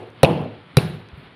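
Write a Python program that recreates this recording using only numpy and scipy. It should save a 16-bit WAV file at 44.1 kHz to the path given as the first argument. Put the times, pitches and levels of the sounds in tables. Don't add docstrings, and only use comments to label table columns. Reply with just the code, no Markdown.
import sys
import numpy as np
from scipy import signal
from scipy.fft import rfft, irfft
from scipy.io import wavfile

SR = 44100
rng = np.random.default_rng(int(sys.argv[2]) if len(sys.argv) > 2 else 0)


def ratio(d):
    e = np.asarray(d, float) / 20
    return 10 ** e


def wrap_up_sound(samples):
    columns = np.atleast_2d(samples).T
    tamed = np.clip(columns, -1, 1)
    steps = np.round(tamed * 32767).astype(np.int16)
    wavfile.write(sys.argv[1], SR, steps)


N = 59535
T = np.arange(N) / SR

# pitch_hz, level_db (per Hz)
HUM_COLOUR = [(45, -15), (115, -4.5), (250, -11), (700, -18.5), (1300, -17.5), (3300, -22.5), (4300, -29),
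              (5600, -45)]
HUM_DB, HISS_DB = -47.5, -73
# pitch_hz, level_db
HISS_COLOUR = [(10000, 1.5), (13000, -11)]

# start_s, level_db
RINGS = [
    (-.3, 4.5),
    (0.2306, -7),
    (0.7687, -19.5),
]
# pitch_hz, level_db (per Hz)
RING_COLOURS = [
    [(150, -15), (400, -3), (850, -12.5), (1300, -19), (2700, -22.5), (4500, -40), (9700, -29),
     (15000, -43.5)],
    [(150, 3), (300, 1.5), (850, -3.5), (1300, -17.5), (1900, -23), (2700, -18), (5000, -37), (15000, -44)],
    [(150, -4), (250, -5), (380, -1), (850, -10), (1700, -13), (4100, -19.5), (6000, -26.5), (15000, -34)],
]
# pitch_hz, t60_s
RING_T60 = [(150, 0.51), (500, 0.51), (1500, 0.44), (3500, 0.47), (7000, 0.37), (14000, 0.27)]
RING_RISE_S, RING_PATCHY_DB = 0.0021, 2
# pitch_hz, level_db, t60_s, sign (at the microphone)
LOW_MODES = [(77.0, -39.0, 0.6, 1), (80.5, -39.0, 0.6, -1), (93.5, -30.0, 0.54, 1), (100.3, -37.0, 1.0, -1),
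             (110.7, -33.0, 1.0, -1), (125.6, -22.0, 0.39, 1), (135.3, -23.0, 0.35, -1),
             (144.8, -23.0, 0.55, -1), (150.6, -18.0, 0.48, -1), (161.3, -13.0, 0.35, -1),
             (174.0, -25.0, 0.61, -1), (177.3, -21.0, 0.35, 1), (196.4, -21.0, 0.37, -1),
             (214.6, -32.0, 0.52, 1), (228.4, -52.0, 1.0, 1)]
LOW_MODE_BUILD_S, LOW_MODE_LATE_S = 0.032, 0.0007
EARLIER_S, EARLIER_MODE_DB = -0.46, 17.5
DRAIN_SPLIT_HZ, DRAIN_LOW_AFTER_S, DRAIN_HIGH_AFTER_S, DRAIN_DB_PER_S = 120, 0.29, 0.22, 74
# pitch_hz, t60_s, earlier_db, first_db, second_db
UPPER_MODES = [(282, 0.4, -9.5, -24, -31.5), (355, 0.19, -12, -17, -17.5), (363.8, 0.48, -1, -31, -29),
               (408, 0.82, -36, -38, -34), (448.3, 0.44, 4, -44, -30.5), (491, 0.63, -15.5, -19.5, -37.5),
               (586, 0.37, -30, -28, -52), (664, 0.4, -26, -14.5, -35), (742, 0.48, -8.5, -19, -31.5),
               (849, 0.34, 6, -12.5, -28.5)]

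# start_s, level_db (peak), brightness_hz
CRUMBS = [(.030, -44, 9000), (0.073, -50, 10500), (.0735, -48, 14000), (.094, -52, 12000),
          (0.102, -47, 9800), (.1025, -39, 5000), (.120, -52, 12500), (.169, -62, 13000),
          (.148, -55, 11500), (.192, -64.5, 12000), (.208, -51, 12000), (0.2369, -2.5, 2730),
          (0.253, -3, 2660), (0.4143, -39, 13400), (.4165, -38, 6100), (.4195, -46, 10100),
          (.4345, -46, 12100), (.439, -46, 11000), (1.0875, -34, 4600), (1.0875, -49, 7500),
          (1.0875, -58, 13000), (1.177, -49, 11300)]
# start_s, level_db, pitch_hz, t60_s
BUMPS = [
    (.097, -65, 296, .04),
    (1.129, -25.5, 71.6, 0.068),
    (1.174, -32.5, 146.3, 0.13),
    (1.235, -47, 204, 0.036),
]
RUSTLE_S, RUSTLE_LENGTH_S, RUSTLE_DB = 1.2, 0.059, -67.5

# start_s, crack_db, crack_length_s, echo_db, low_mode_db
BLOWS = [
    (0.2312, -4, 0.0017, -3, 9.5),
    (0.769, 1, 0.0028, -11.5, 3),
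]
# pitch_hz, level_db (peak), t60_s
SHARDS = [
    [(1305, -8, .008), (1675, -19.5, 0.0061), (2430, -19, 0.0133), (3812, -4.5, 0.0061),
     (4650, -16, 0.0067), (5650, -10.5, 0.0054), (8800, -12.5, 0.0062), (9720, -11.5, .005),
     (11500, -19, .003), (14200, -10.5, 0.0033)],
    [(1360, -9, 0.0052), (1870, -19.5, 0.012), (2418, -17, 0.0082), (3120, -18.5, .004), (3978, -10, .012),
     (4757, -19, 0.017), (5560, -16.5, 0.0062), (6810, -16, 0.0033), (9300, -18, 0.0055),
     (10360, -15, 0.0064), (11580, -16.5, 0.011), (13200, -24, .004), (14600, -28.5, .004)],
]
CRACKS_PER_S, CRACK_SPREAD_DB = 10000, 3
CRUMBLE_DB, CRUMBLE_S = -14.5, 0.0065
SPLINTER_ABOVE_HZ, SPLINTER_S = 7000, 0.0013
IN_STEP = 0.56
# pitch_hz, width_hz, level_db, t60_s
SHARD_RINGS = [
    [(2690, 470, -27, 0.48), (9540, 690, -40, 0.32), (7900, 530, -56, .2), (11700, 1200, -48, 0.35),
     (13900, 1200, -47, 0.37), (15200, 640, -50, 0.33)],
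    [(3960, 590, -39.5, 0.58), (7180, 740, -57, 0.55), (9380, 270, -49, 0.42), (10230, 1000, -44.5, 0.41),
     (11810, 800, -43.5, 0.4), (13550, 900, -56, 0.53), (15200, 900, -52, .35)],
]
# pitch_hz, level_db, t60_s, delay_s
SLAB = [
    [(150, 1.3, 0.074, 0.0011), (290, 3.0, 0.02, 0.0021), (448, 0.5, 0.02, 0.0037),
     (529, 2.6, 0.054, 0.0018), (667, -3.8, 0.071, 0.0022), (748, -2.3, 0.033, 0.0007)],
    [(141, -1.3, 0.3, 0.0015), (269, -30.0, 0.02, 0.0037), (406, -13.5, 0.3, 0.0032),
     (495, -12.0, 0.127, 0.0013), (740, -11.2, 0.021, 0.0002)],
]
SLAB_RISE_S, SLAB_DAMPED_T60_S = 0.0007, 0.025
# pitch_hz, level_db, t60_s
THUMPS = [
    (87, -11, 0.08),
    (95, -30.5, 0.024),
]
ECHO_S, ECHO_HZ, ECHO_T60_S, ECHO_LENGTH_S = 0.0155, 2613, 0.0046, 0.0016
ECHO_SHARDS_DB = -37
# level_db, low_hz, high_hz, fade_s
ECHO_GRIT = [
    (-17, 1100, 4500, .006),
    (-20, 2000, 2900, 0.0025),
]

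# start_s, depth_db
DUCKS = [
    (0.235, 10.5),
    (0.77, 4.5),
]
CATCH_UP_S = 0.21
# pitch_hz, level_db
MIC_TREBLE = [(4500, 0), (6600, -9), (8200, -7), (9700, 2), (11000, -3), (12800, -7), (14500, -7),
              (15600, -8)]
MIC_TOP_HZ = 15750


def rms_one(x):
    return x / np.sqrt(np.mean(x ** 2) + 1e-20)


def at_hz(points, hz):
    table = np.array(points)
    return np.interp(np.log(hz), np.log(table[:, 0]), table[:, 1])


def colour(x, points):
    hz = np.arange(len(x) // 2 + 1) * SR / len(x) + 1
    return irfft(rfft(x) * ratio(at_hz(points, hz)), len(x))


def band_pass(x, low_hz, high_hz, order=2):
    return signal.sosfilt(signal.butter(order, [low_hz, high_hz], "band", fs=SR, output="sos"), x)


def ring(clicks, hz, t60):
    r, w = ratio(-60 / (t60 * SR)), 2 * np.pi * hz / SR
    return signal.lfilter([0, np.sin(w)], [1, -2 * r * np.cos(w), r * r], clicks + 1e-18)


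def swell(t, rise):
    return 1 - np.exp(-(t / rise) ** 2)


def mode(s, hz, db, t60, rise):
    t = np.maximum(T - s, 0)
    return ratio(db - 60 * t / t60) * np.sin(2 * np.pi * hz * t) * swell(t, rise)


def drift(rate):
    r = np.exp(-80 * np.pi * rate / SR)
    slow = signal.lfilter([1], [1, -2 * r, r * r], rng.standard_normal(N // 40 + 502))[500:]
    return np.interp(np.arange(N) / 40, np.arange(len(slow)), rms_one(slow))


def puff(s, fade):
    t = T - s
    return rng.standard_normal(N) * np.exp(-np.maximum(t, 0) / fade) * (t > 0)


def hum():
    dull = colour(rng.standard_normal(N), [(20, -54.0)] + HUM_COLOUR + [(8000, -78.0)])
    hiss = colour(rng.standard_normal(N), HISS_COLOUR)
    return ratio(HUM_DB + 1.56 * drift(11)) * rms_one(dull) + ratio(HISS_DB + 1.1 * drift(6)) * hiss


def room_ring():
    out = np.zeros(N)
    edges = 170 * 2 ** np.arange(0, 6.7, 1 / 3)
    white = rng.standard_normal((2, N))
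    for k, (low, high) in enumerate(zip(edges, edges[1:])):
        hz = np.sqrt(low * high)
        power = 0
        for (s, db), points in zip(RINGS, RING_COLOURS):
            t = np.maximum(T - s, 0)
            fall = ratio(db + at_hz(points, hz) - 60 * t / at_hz(RING_T60, hz))
            power = power + (fall * swell(t, RING_RISE_S)) ** 2
        patchy = ratio(RING_PATCHY_DB * drift(26))
        out += 6 * band_pass(white[k % 2], low, high, 3) * np.sqrt(power) * patchy
    return out


def low_room_modes():
    out = np.zeros(N)
    sources = [(EARLIER_S, EARLIER_MODE_DB)]
    sources += [(s + LOW_MODE_LATE_S, room_db) for s, _, _, _, room_db in BLOWS]
    for s, room_db in sources:
        for hz, db, t60, sign in LOW_MODES:
            drain_after = DRAIN_HIGH_AFTER_S if hz > DRAIN_SPLIT_HZ else DRAIN_LOW_AFTER_S
            late = np.maximum(T - max(s, 0) - drain_after, 0)
            wave = mode(s, hz, db + room_db, t60, LOW_MODE_BUILD_S)
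            out += sign * wave * ratio(-DRAIN_DB_PER_S * late)
    return out


def upper_room_modes():
    out = np.zeros(N)
    for k, (hz, t60, *levels) in enumerate(UPPER_MODES):
        for (s, _), db in zip(RINGS, levels):
            out += (-1) ** k * mode(s, hz, db, t60, RING_RISE_S)
    return out


def crumbs():
    out = np.zeros(N)
    for s, db, hz in CRUMBS:
        tick = band_pass(puff(s, 0.0007), hz / 1.3, hz * 1.3)
        out += ratio(db - 8) * tick / np.abs(tick).max()
    return out


def hand():
    bumps = sum(mode(s, hz, db, t60, 0.0015) for s, db, hz, t60 in BUMPS)
    high_pass = signal.butter(3, 8000, "high", fs=SR, output="sos")
    grit = signal.sosfilt(high_pass, rng.standard_normal(N))
    stroke = np.exp(-((T - RUSTLE_S) / RUSTLE_LENGTH_S) ** 2)
    return bumps + grit * ratio(RUSTLE_DB + 2.3 * drift(47)) * stroke


def cracks(s, length):
    sizes = ratio(CRACK_SPREAD_DB * np.minimum(rng.exponential(1, N), 3)) * rng.choice([-1, 1], N)
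    born = rng.random(N) < CRACKS_PER_S / SR
    times = [s - 0.0012, s, s + length / 4, s + length, s + length + 0.0006]
    burst = np.interp(T, times, [0, 0.05, 1, 0.55, 0])
    crumble = ratio(CRUMBLE_DB) * np.exp(-np.maximum(T - s, 0) / CRUMBLE_S) * (T > s)
    return 0.12 * sizes * born * (burst + crumble)


def breaking_shards():
    out = np.zeros(N)
    for (s, crack_db, length, *_), shards in zip(BLOWS, SHARDS):
        for hz, db, t60 in shards:
            run = min(length, SPLINTER_S) if hz > SPLINTER_ABOVE_HZ else length
            push = cracks(s, run) + ratio(ECHO_SHARDS_DB) * cracks(s + ECHO_S, run)
            locked = IN_STEP * np.abs(push) * np.cos(2 * np.pi * hz * T)
            shard = ring(push + locked, hz, t60)
            out += ratio(crack_db + db) * shard / np.abs(shard).max()
    return out


def shard_ring():
    out = np.zeros(N)
    for (s, *_), bands in zip(BLOWS, SHARD_RINGS):
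        t = np.maximum(T - s, 0)
        for hz, width, db, t60 in bands:
            once = ring(rng.standard_normal(N), hz, 2.2 / width)
            band = rms_one(ring(once, hz, 2.2 / width))
            out += band * ratio(db - 60 * t / t60 + 2.0 * drift(30)) * swell(t, RING_RISE_S)
    return out


def slab_thud():
    out = np.zeros(N)
    for (s, *_), slab, hold_s in zip(BLOWS, SLAB, (0.021, 0.014)):
        thud = sum(mode(s + delay, hz, db, t60, SLAB_RISE_S) for hz, db, t60, delay in slab)
        out += thud * ratio(-60 * np.maximum(T - s - hold_s, 0) / SLAB_DAMPED_T60_S)
    return out


def floor_thump():
    return sum(mode(s + 0.00084, hz, db, t60, 0.006)
               for (s, *_), (hz, db, t60) in zip(BLOWS, THUMPS))


def wall_echo():
    out = np.zeros(N)
    for (s, _, _, echo_db, _), (grit_db, low_hz, high_hz, fade) in zip(BLOWS, ECHO_GRIT):
        push = np.abs(cracks(s + ECHO_S, ECHO_LENGTH_S)) * np.cos(2 * np.pi * ECHO_HZ * T)
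        out += ratio(echo_db) * ring(push, ECHO_HZ, ECHO_T60_S)
        out += ratio(grit_db) * band_pass(puff(s + ECHO_S, fade), low_hz, high_hz)
    return out


def scene():
    lag_db = np.zeros(N)
    for s, depth_db in DUCKS:
        lag_db -= depth_db * np.clip(1 - (T - s) / CATCH_UP_S, 0, 1) * (T > s)
    room = room_ring() + low_room_modes() + upper_room_modes() + shard_ring()
    blows = breaking_shards() + slab_thud() + floor_thump() + wall_echo()
    return (hum() + room * ratio(lag_db) + crumbs() + hand() + blows)[None]


def top_cut(x):
    return signal.sosfilt(signal.butter(12, 16340, fs=SR, output="sos"), x)


def record(dry):
    treble = colour(dry[0], MIC_TREBLE + [(MIC_TOP_HZ, -60)])
    x = signal.sosfilt(signal.butter(2, 60, "high", fs=SR, output="sos"), treble)
    return top_cut(np.clip(x, -1, 1)[None])


dry = scene()
out = record(dry)
wrap_up_sound(out)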